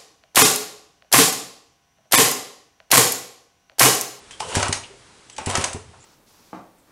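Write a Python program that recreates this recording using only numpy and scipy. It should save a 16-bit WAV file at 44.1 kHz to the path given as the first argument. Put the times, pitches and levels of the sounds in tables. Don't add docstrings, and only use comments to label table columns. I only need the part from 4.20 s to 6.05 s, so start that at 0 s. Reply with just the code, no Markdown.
import sys
import numpy as np
from scipy import signal
from scipy.fft import rfft, irfft
from scipy.io import wavfile
from scipy.ndimage import uniform_filter1d

SR = 44100
rng = np.random.default_rng(int(sys.argv[2]) if len(sys.argv) > 2 else 0)


def persist_wave(psi):
    counts = np.round(np.clip(psi, -1, 1) * 32767).astype(np.int16)
    wavfile.write(sys.argv[1], SR, np.atleast_2d(counts).T)


def volts_from_decibels(level):
    exponent = np.asarray(level, float) / 20
    return 10 ** exponent


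N = 81585


def level(x, db):
    return x * volts_from_decibels(db) / np.sqrt(np.mean(x ** 2))


def colour(x, points):
    hz, db = np.array(points).T
    f = np.maximum(np.arange(N // 2 + 1) * SR / N, 1)
    gain = volts_from_decibels(np.interp(np.log(f), np.log(hz), db))
    return irfft(rfft(x) * gain, N)


def band(x, hz, width):
    return signal.lfilter(*signal.iirpeak(hz, hz / width, fs=SR), x)


def split_filter(order, hz, kind="low"):
    return signal.butter(order, hz, kind, fs=SR, output="sos")


def ring(x, hz, t60):
    pole = np.exp(2j * np.pi * hz / SR - np.log(1000) / (t60 * SR))
    return signal.lfilter([1], [1, -pole], x).imag


def walk(rate):
    hold = int(SR / rate)
    steps = np.repeat(rng.standard_normal(N // hold + 1), hold)
    smooth = uniform_filter1d(uniform_filter1d(steps, hold), hold)
    return level(smooth[:N], 0)


def hits(events, modes):
    rise_s, rattle_t60_s = 0.000883, 0.2
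    ring_samples = 5000
    t = np.arange(12000) / SR
    attack = 1 - np.exp(-t / rise_s)
    out = np.zeros(N + len(t))
    for s, db, low_db, bright_db, contact in events:
        push = rng.standard_normal(len(t)) * attack * np.exp(-t / contact)
        drive = push * np.exp(-t / (contact * 0.6))
        drive[int(rise_s * SR)] += volts_from_decibels(9)
        loose = rng.standard_normal(len(t)) * attack
        rattle = push + volts_from_decibels(-15.5 - 60 * t / rattle_t60_s) * loose

        body = 0
        for hz, mode_db, t60 in modes:
            detune = 1 + 0.018 * rng.uniform(-1, 1, size=4)
            part = sum(ring(drive[:ring_samples], hz * d, t60) for d in detune)
            tone_db = low_db if hz < 1500 else bright_db if hz > 4500 else 0
            body = body + part / abs(part).max() * volts_from_decibels(mode_db + tone_db)
        body = np.pad(body, (0, len(t) - ring_samples))

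        crack = band(rattle, 2380, 1750) + volts_from_decibels(bright_db) * band(rattle, 6460, 8240)
        hit = body / 4.13 + volts_from_decibels(-2) * crack / abs(push).max()
        i = int(s * SR)
        out[i:i + len(t)] += volts_from_decibels(db) * hit
    return out[:N]


# (frequency [Hz], level [dB per Hz])
AIR_TONE = [(18, -55), (30, -4), (178, -10), (309, -9), (417, -7.5), (639, -13.5), (761, -12),
            (5660, -19.5), (12000, -22.5), (15600, -42), (22000, -120)]


def air():
    hush = level(colour(rng.standard_normal(N), AIR_TONE), -49.5)
    hush = hush * volts_from_decibels(np.linspace(1, -4.5, N) + 0.12 * walk(3.0))
    hum = level(band(rng.standard_normal(N), 120, 1.0), -66)
    insects = level(band(rng.standard_normal(N), 7960, 250.), -72) * volts_from_decibels(0.69 * walk(16.4))
    return hush + hum + insects


# (time [s], peak level [dB], low part [dB], bright part [dB], contact [s])
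PAWL_HITS = [
    (0.1089, -26.5, 0.5, 0.5, 0.0011),
    (1.0978, -34, -6, 7.5, 0.004),
    (1.1635, -33, -19, 5.5, 0.0073),
]
# (frequency [Hz], level [dB], t60 [s])
PAWL_MODES = [(1100, -3, .03), (3100, 0, .05), (3480, -4, .05), (4100, -6, .03), (6400, -2, .03),
              (7100, -5, .03), (7800, -6, .04)]


def pawl_clicks():
    return hits(PAWL_HITS, PAWL_MODES)


# (length [s], centre [Hz], width [Hz], level [dB])
SCRAPES = [(0.04, 545, 90, -50), (0.046, 2900, 950, -47), (0.065, 900, 700, -51), (0.051, 7800, 750, -53),
           (0.059, 7200, 760, -58.5), (0.026, 5500, 440, -62), (0.025, 8100, 500, -43),
           (0.06, 3200, 400, -50), (0.041, 3220, 490, -53.5), (0.12, 3000, 420, -45), (.055, 403, 60, -53),
           (.13, 110, 90, -49), (.2, 90, 80, -56), (.04, 110, 70, -49), (.075, 1050, 350, -39),
           (.12, 480, 140, -44), (.04, 405, 90, -39), (.025, 5800, 400, -40), (.06, 600, 250, -55)]
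SCRAPE_STARTS = [.682, .63, 1.728, 1.115, 1.8, .885, 1.229, .11, 1.112, .208, .697, .2, 1.64, 1.185, .207,
                 .21, 1.546, 1.18, .72]


def settling():
    t = np.arange(N) / SR
    out = 0
    for s, (length, hz, width, db) in zip(SCRAPE_STARTS, SCRAPES):
        rub = band(band(rng.standard_normal(N), hz, width), hz, width)
        fade_in, fade_out = (t - s) / 0.006, (s + length - t) / 0.031
        fade = np.clip(np.minimum(fade_in, fade_out), 0, 1)
        out = out + level(rub, db) * volts_from_decibels(3.2 * walk(80)) * fade
    return out


# (time [s], peak level [dB], low part [dB], bright part [dB], contact [s])
ENGAGE_HITS = [
    (.1965, -39, 4, 8, 0.0072),
    (0.2028, -16, -9, 4, 0.0027),
    (.2045, -15, 8.5, -5, 0.0032),
    (1.181, -23.5, -27, 7, 0.0033),
    (1.1845, -19, 7.5, -15, 0.0014),
    (1.194, -42, -11, -11, 0.0025),
    (1.231, -37, -1, -4, .004),
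]
# (frequency [Hz], level [dB], t60 [s])
ENGAGE_MODES = [(858, 3, .045), (1100, -10, .06), (2940, -9, .05), (3400, -12, .02), (4900, -12, .015),
                (5820, -4, .04), (6900, -8, .02), (8400, -8, .02), (9500, -8, .02)]


def engage_knocks():
    return hits(ENGAGE_HITS, ENGAGE_MODES)


# (time [s], level [dB], extra hiss [dB])
TURNING_KICKS = [
    [(.199, -45, 22), (.215, -36.5, -10), (.29, -44, 17.5), (.335, -31, 2.5), (.36, -27.5, 8.5),
     (.42, -29, 5), (.47, -25.5, -4), (.5, -38, -4), (.58, -34.5, 2)],
    [(1.185, -33, -2), (1.2, -35, -16), (1.255, -43, -1), (1.275, -32.5, 0), (1.33, -30.5, 1),
     (1.38, -28.5, 0), (1.43, -33, 3), (1.5, -37, -17), (1.6, -47.5, -12)],
]
# (frequency [Hz], level [dB per Hz])
GEAR_TONE = [(200, -13), (340, -9), (450, 2), (1000, 7), (1730, -3), (2850, -2), (5100, -10.5),
             (8230, -9.5), (9940, -10.5), (12000, -15), (22000, -120)]
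# (frequency [Hz], level [dB], t60 [s])
CASING_MODES = [(410, -20, .04), (800, -17, .015), (1050, -17, .015), (2950, -20, .02)]


def gears():
    t = np.arange(N) / SR
    struck = rng.random(N) < 4000 / SR
    teeth = level(struck * rng.standard_normal(N), -3) + rng.standard_normal(N)
    sound = level(colour(teeth, GEAR_TONE), 0)
    for hz, casing_db, t60 in CASING_MODES:
        sound = sound + level(ring(teeth, hz, t60), casing_db) * volts_from_decibels(1.5 * walk(40))
    hiss = signal.sosfiltfilt(split_filter(2, 4000, "high"), sound)
    whirr = sound - hiss

    out = 0
    for kick in TURNING_KICKS:
        s, db, hiss_db = np.array(kick).T
        hiss_gain = volts_from_decibels(np.interp(t, s, hiss_db) + 1.8 * walk(69.7))
        mix = whirr * volts_from_decibels(1.8 * walk(59.6)) + hiss * hiss_gain
        speed = volts_from_decibels(np.interp(t, s, db, left=-120, right=-120))
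        out = out + mix * uniform_filter1d(speed, size=300)
    return out


# (time [s], peak level [dB], low part [dB], bright part [dB], contact [s])
RATCHET_HITS = [
    (.2472, -29, -8, -8, .004),
    (.3255, -23, -3, -4, .004),
    (.3456, -20, -2, -6, .003),
    (.265, -34, -5, -5, .004),
    (.304, -35, -5, 0, .004),
]
# (frequency [Hz], level [dB], t60 [s])
RATCHET_MODES = [(900, -2, .04), (2880, 0, .05), (3020, 0, .06), (4600, -10, .02), (7500, -10, .015)]


def ratchet_ticks():
    return hits(RATCHET_HITS, RATCHET_MODES)


# (time [s], peak level [dB], return gain of the pipe)
PUFF_EVENTS = [
    (.3701, -10.5, .4),
    (.4946, -15.5, .32),
    (1.2731, -15, .55),
    (1.3831, -14.5, .33),
    (1.5484, -21, .35),
    (1.205, -36, .3),
    (.35, -28, .3),
]
# (delay [s], suction gain, blow gain)
BAFFLE_ECHOES = [(0, 1, 1), (.0078, .85, .2), (.0128, .1, .28)]
# (frequency [Hz], level [dB], t60 [s])
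PIPE_MODE = (99, -18, .13)
# (frequency [Hz], level [dB], t60 [s])
SILENCER_MODES = [(410.2, -29.5, 0.38), (480, -26, 0.14), (565, -34.5, 0.13)]


def exhaust():
    suck_s, blow_s, trip_s = 0.0033, 0.0024, 0.0211
    trips = 5
    t = np.arange(N) / SR
    out = np.zeros(N)
    late = 0.0012 * rng.standard_normal((len(PUFF_EVENTS), trips)) * np.arange(trips) / 2
    for trip in range(trips):
        wave = 0
        for (s, db, back), drift in zip(PUFF_EVENTS, late[:, trip]):
            for lag, suck, blow in BAFFLE_ECHOES:
                u = t - s - lag - trip * trip_s - drift
                suction = -suck * 0.68 * np.exp(np.minimum(u, 0) / suck_s)
                blast = blow * np.exp(-np.maximum(u, 0) / blow_s)
                wave = wave + volts_from_decibels(db) * back ** trip * np.where(u < 0, suction, blast)
        out += signal.sosfilt(split_filter(2, 620 / (1 + trip)), wave)

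    rings = 0
    for hz, db, t60 in [PIPE_MODE] + SILENCER_MODES:
        rings = rings + volts_from_decibels(db) * ring(out, hz, t60) * 2 * np.pi * hz / SR
    return out + rings


# (time [s], peak level [dB], low part [dB], bright part [dB], contact [s])
VALVE_HITS = [
    (0.352, -9, -25, 3.5, 0.0027),
    (0.3575, -13.5, -5, 5, 0.0031),
    (.397, -22.5, 3, 9, 0.0051),
    (1.299, -15.5, -9, 4, 0.003),
    (1.3095, -15, -8.5, 1, 0.004),
    (1.373, -8, -16, -1.5, 0.004),
    (1.4114, -19, -8, 3.5, 0.0035),
    (1.404, -31, -18, -1, .003),
]
# (frequency [Hz], level [dB], t60 [s])
VALVE_MODES = [(541, 11, 0.036), (930, 6, 0.02), (1890, 6.5, 0.0053), (3197, -4.5, 0.077),
               (4500, -13, 0.0089), (6500, -45, 0.027), (7130, -27, 0.04), (8500, -3, 0.0043),
               (10500, -6, .02), (11450, 3, 0.0091)]


def valve_clacks():
    return hits(VALVE_HITS, VALVE_MODES)


# (time [s], peak level [dB], low part [dB], bright part [dB], contact [s])
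CRANK_HITS = [
    (0.4045, -17, 5, -12, 0.003),
    (0.4278, -7, 4, 1, 0.004),
    (.4345, -15, 4, -7, .005),
    (.446, -22, 6, -14, .006),
    (1.3528, -7, 1, 0, 0.003),
    (1.358, -16, -4, 1, .003),
    (1.365, -19, 0, -5, .003),
]
# (frequency [Hz], level [dB], t60 [s])
CRANK_MODES = [(750, -12, 0.08), (1292, 3, 0.065), (1480, -3, 0.02), (1940, -2, 0.04), (2300, -3, 0.035),
               (2834, -5, 0.05), (3200, -7, .03), (4010, -10, 0.02), (5200, -10, .015), (6420, 2, .018),
               (7200, -2, 0.015), (8000, -4, 0.015)]


def crank_clanks():
    return hits(CRANK_HITS, CRANK_MODES)


# (time [s], peak level [dB], low part [dB], bright part [dB], contact [s])
TAPPET_HITS = [
    (.4815, -15.5, -14, 0.89, 0.0082),
    (1.2595, -19, -5, 2.7, 0.013),
    (1.2935, -23.5, 12, 2, 0.0044),
    (1.5305, -25.5, -8, 4.9, 0.0065),
    (1.839, -43, 5, 3, 0.0072),
]
# (frequency [Hz], level [dB], t60 [s])
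TAPPET_MODES = [(884, 0, .02), (1960, -2, 0.03), (3100, -5, .015), (7850, -11, 0.035), (8000, 2.5, 0.045),
                (9260, 0.5, 0.028), (10070, 3, .015)]


def tappet_ticks():
    return hits(TAPPET_HITS, TAPPET_MODES)


# (time [s], peak level [dB], low part [dB], bright part [dB], contact [s])
LEVER_HITS = [
    (0.5258, -10.5, -8, 3.7, 0.0018),
    (.5285, -10.5, -3, 3.8, 0.0031),
    (1.4403, -14, -15, 6.1, 0.0049),
    (1.4435, -12, -1.5, 6.4, 0.0024),
]
# (frequency [Hz], level [dB], t60 [s])
LEVER_MODES = [(991, 0, .06), (1954, -6, .04), (2330, -1, .04), (3000, -6, .025), (3800, -1, .035),
               (4970, -6, .015), (6450, 2, .028), (7900, -6, .015), (8590, 1, .016), (9500, -8, .015)]


def lever_slams():
    return hits(LEVER_HITS, LEVER_MODES)


def roof(x):
    low_t60_s, high_t60_s, gap_s = 0.45, 0.32, 0.0095
    t = np.arange(30000) / SR
    noise = rng.standard_normal(len(t))
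    low = signal.lfilter([.3], [1, -.7], noise)
    high = noise - low
    tail = low * volts_from_decibels(-60 * t / low_t60_s) + high * volts_from_decibels(-60 * t / high_t60_s)
    tail = tail * (t > gap_s)
    tail = tail / np.sqrt(np.sum(tail ** 2))
    return volts_from_decibels(-8.5) * signal.fftconvolve(x, tail)[:N]


def scene():
    metal = pawl_clicks() + engage_knocks() + ratchet_ticks() + valve_clacks()
    metal = metal + crank_clanks() + tappet_ticks() + lever_slams()
    metal = signal.sosfilt(split_filter(3, 520, "high"), metal)
    puffs = exhaust()
    bike = metal + gears() + settling()
    return (bike + puffs + roof(bike + 0.64 * puffs) + air())[None]


def band_limit(x):
    return signal.sosfilt(signal.butter(12, 12740, fs=SR, output="sos"), x)


# (frequency [Hz], gain [dB])
MIC_TONE = [(25, -6), (75, 0), (9000, 1), (10450, -5), (10800, -12.5), (12200, -23.5), (12700, -36)]


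def record(dry):
    steep = signal.ellip(10, .5, 60, 12750, fs=SR, output="sos")
    mix = signal.sosfilt(steep, colour(dry[0], MIC_TONE))
    return band_limit(mix[None])


dry = scene()
out = record(dry)
persist_wave(out)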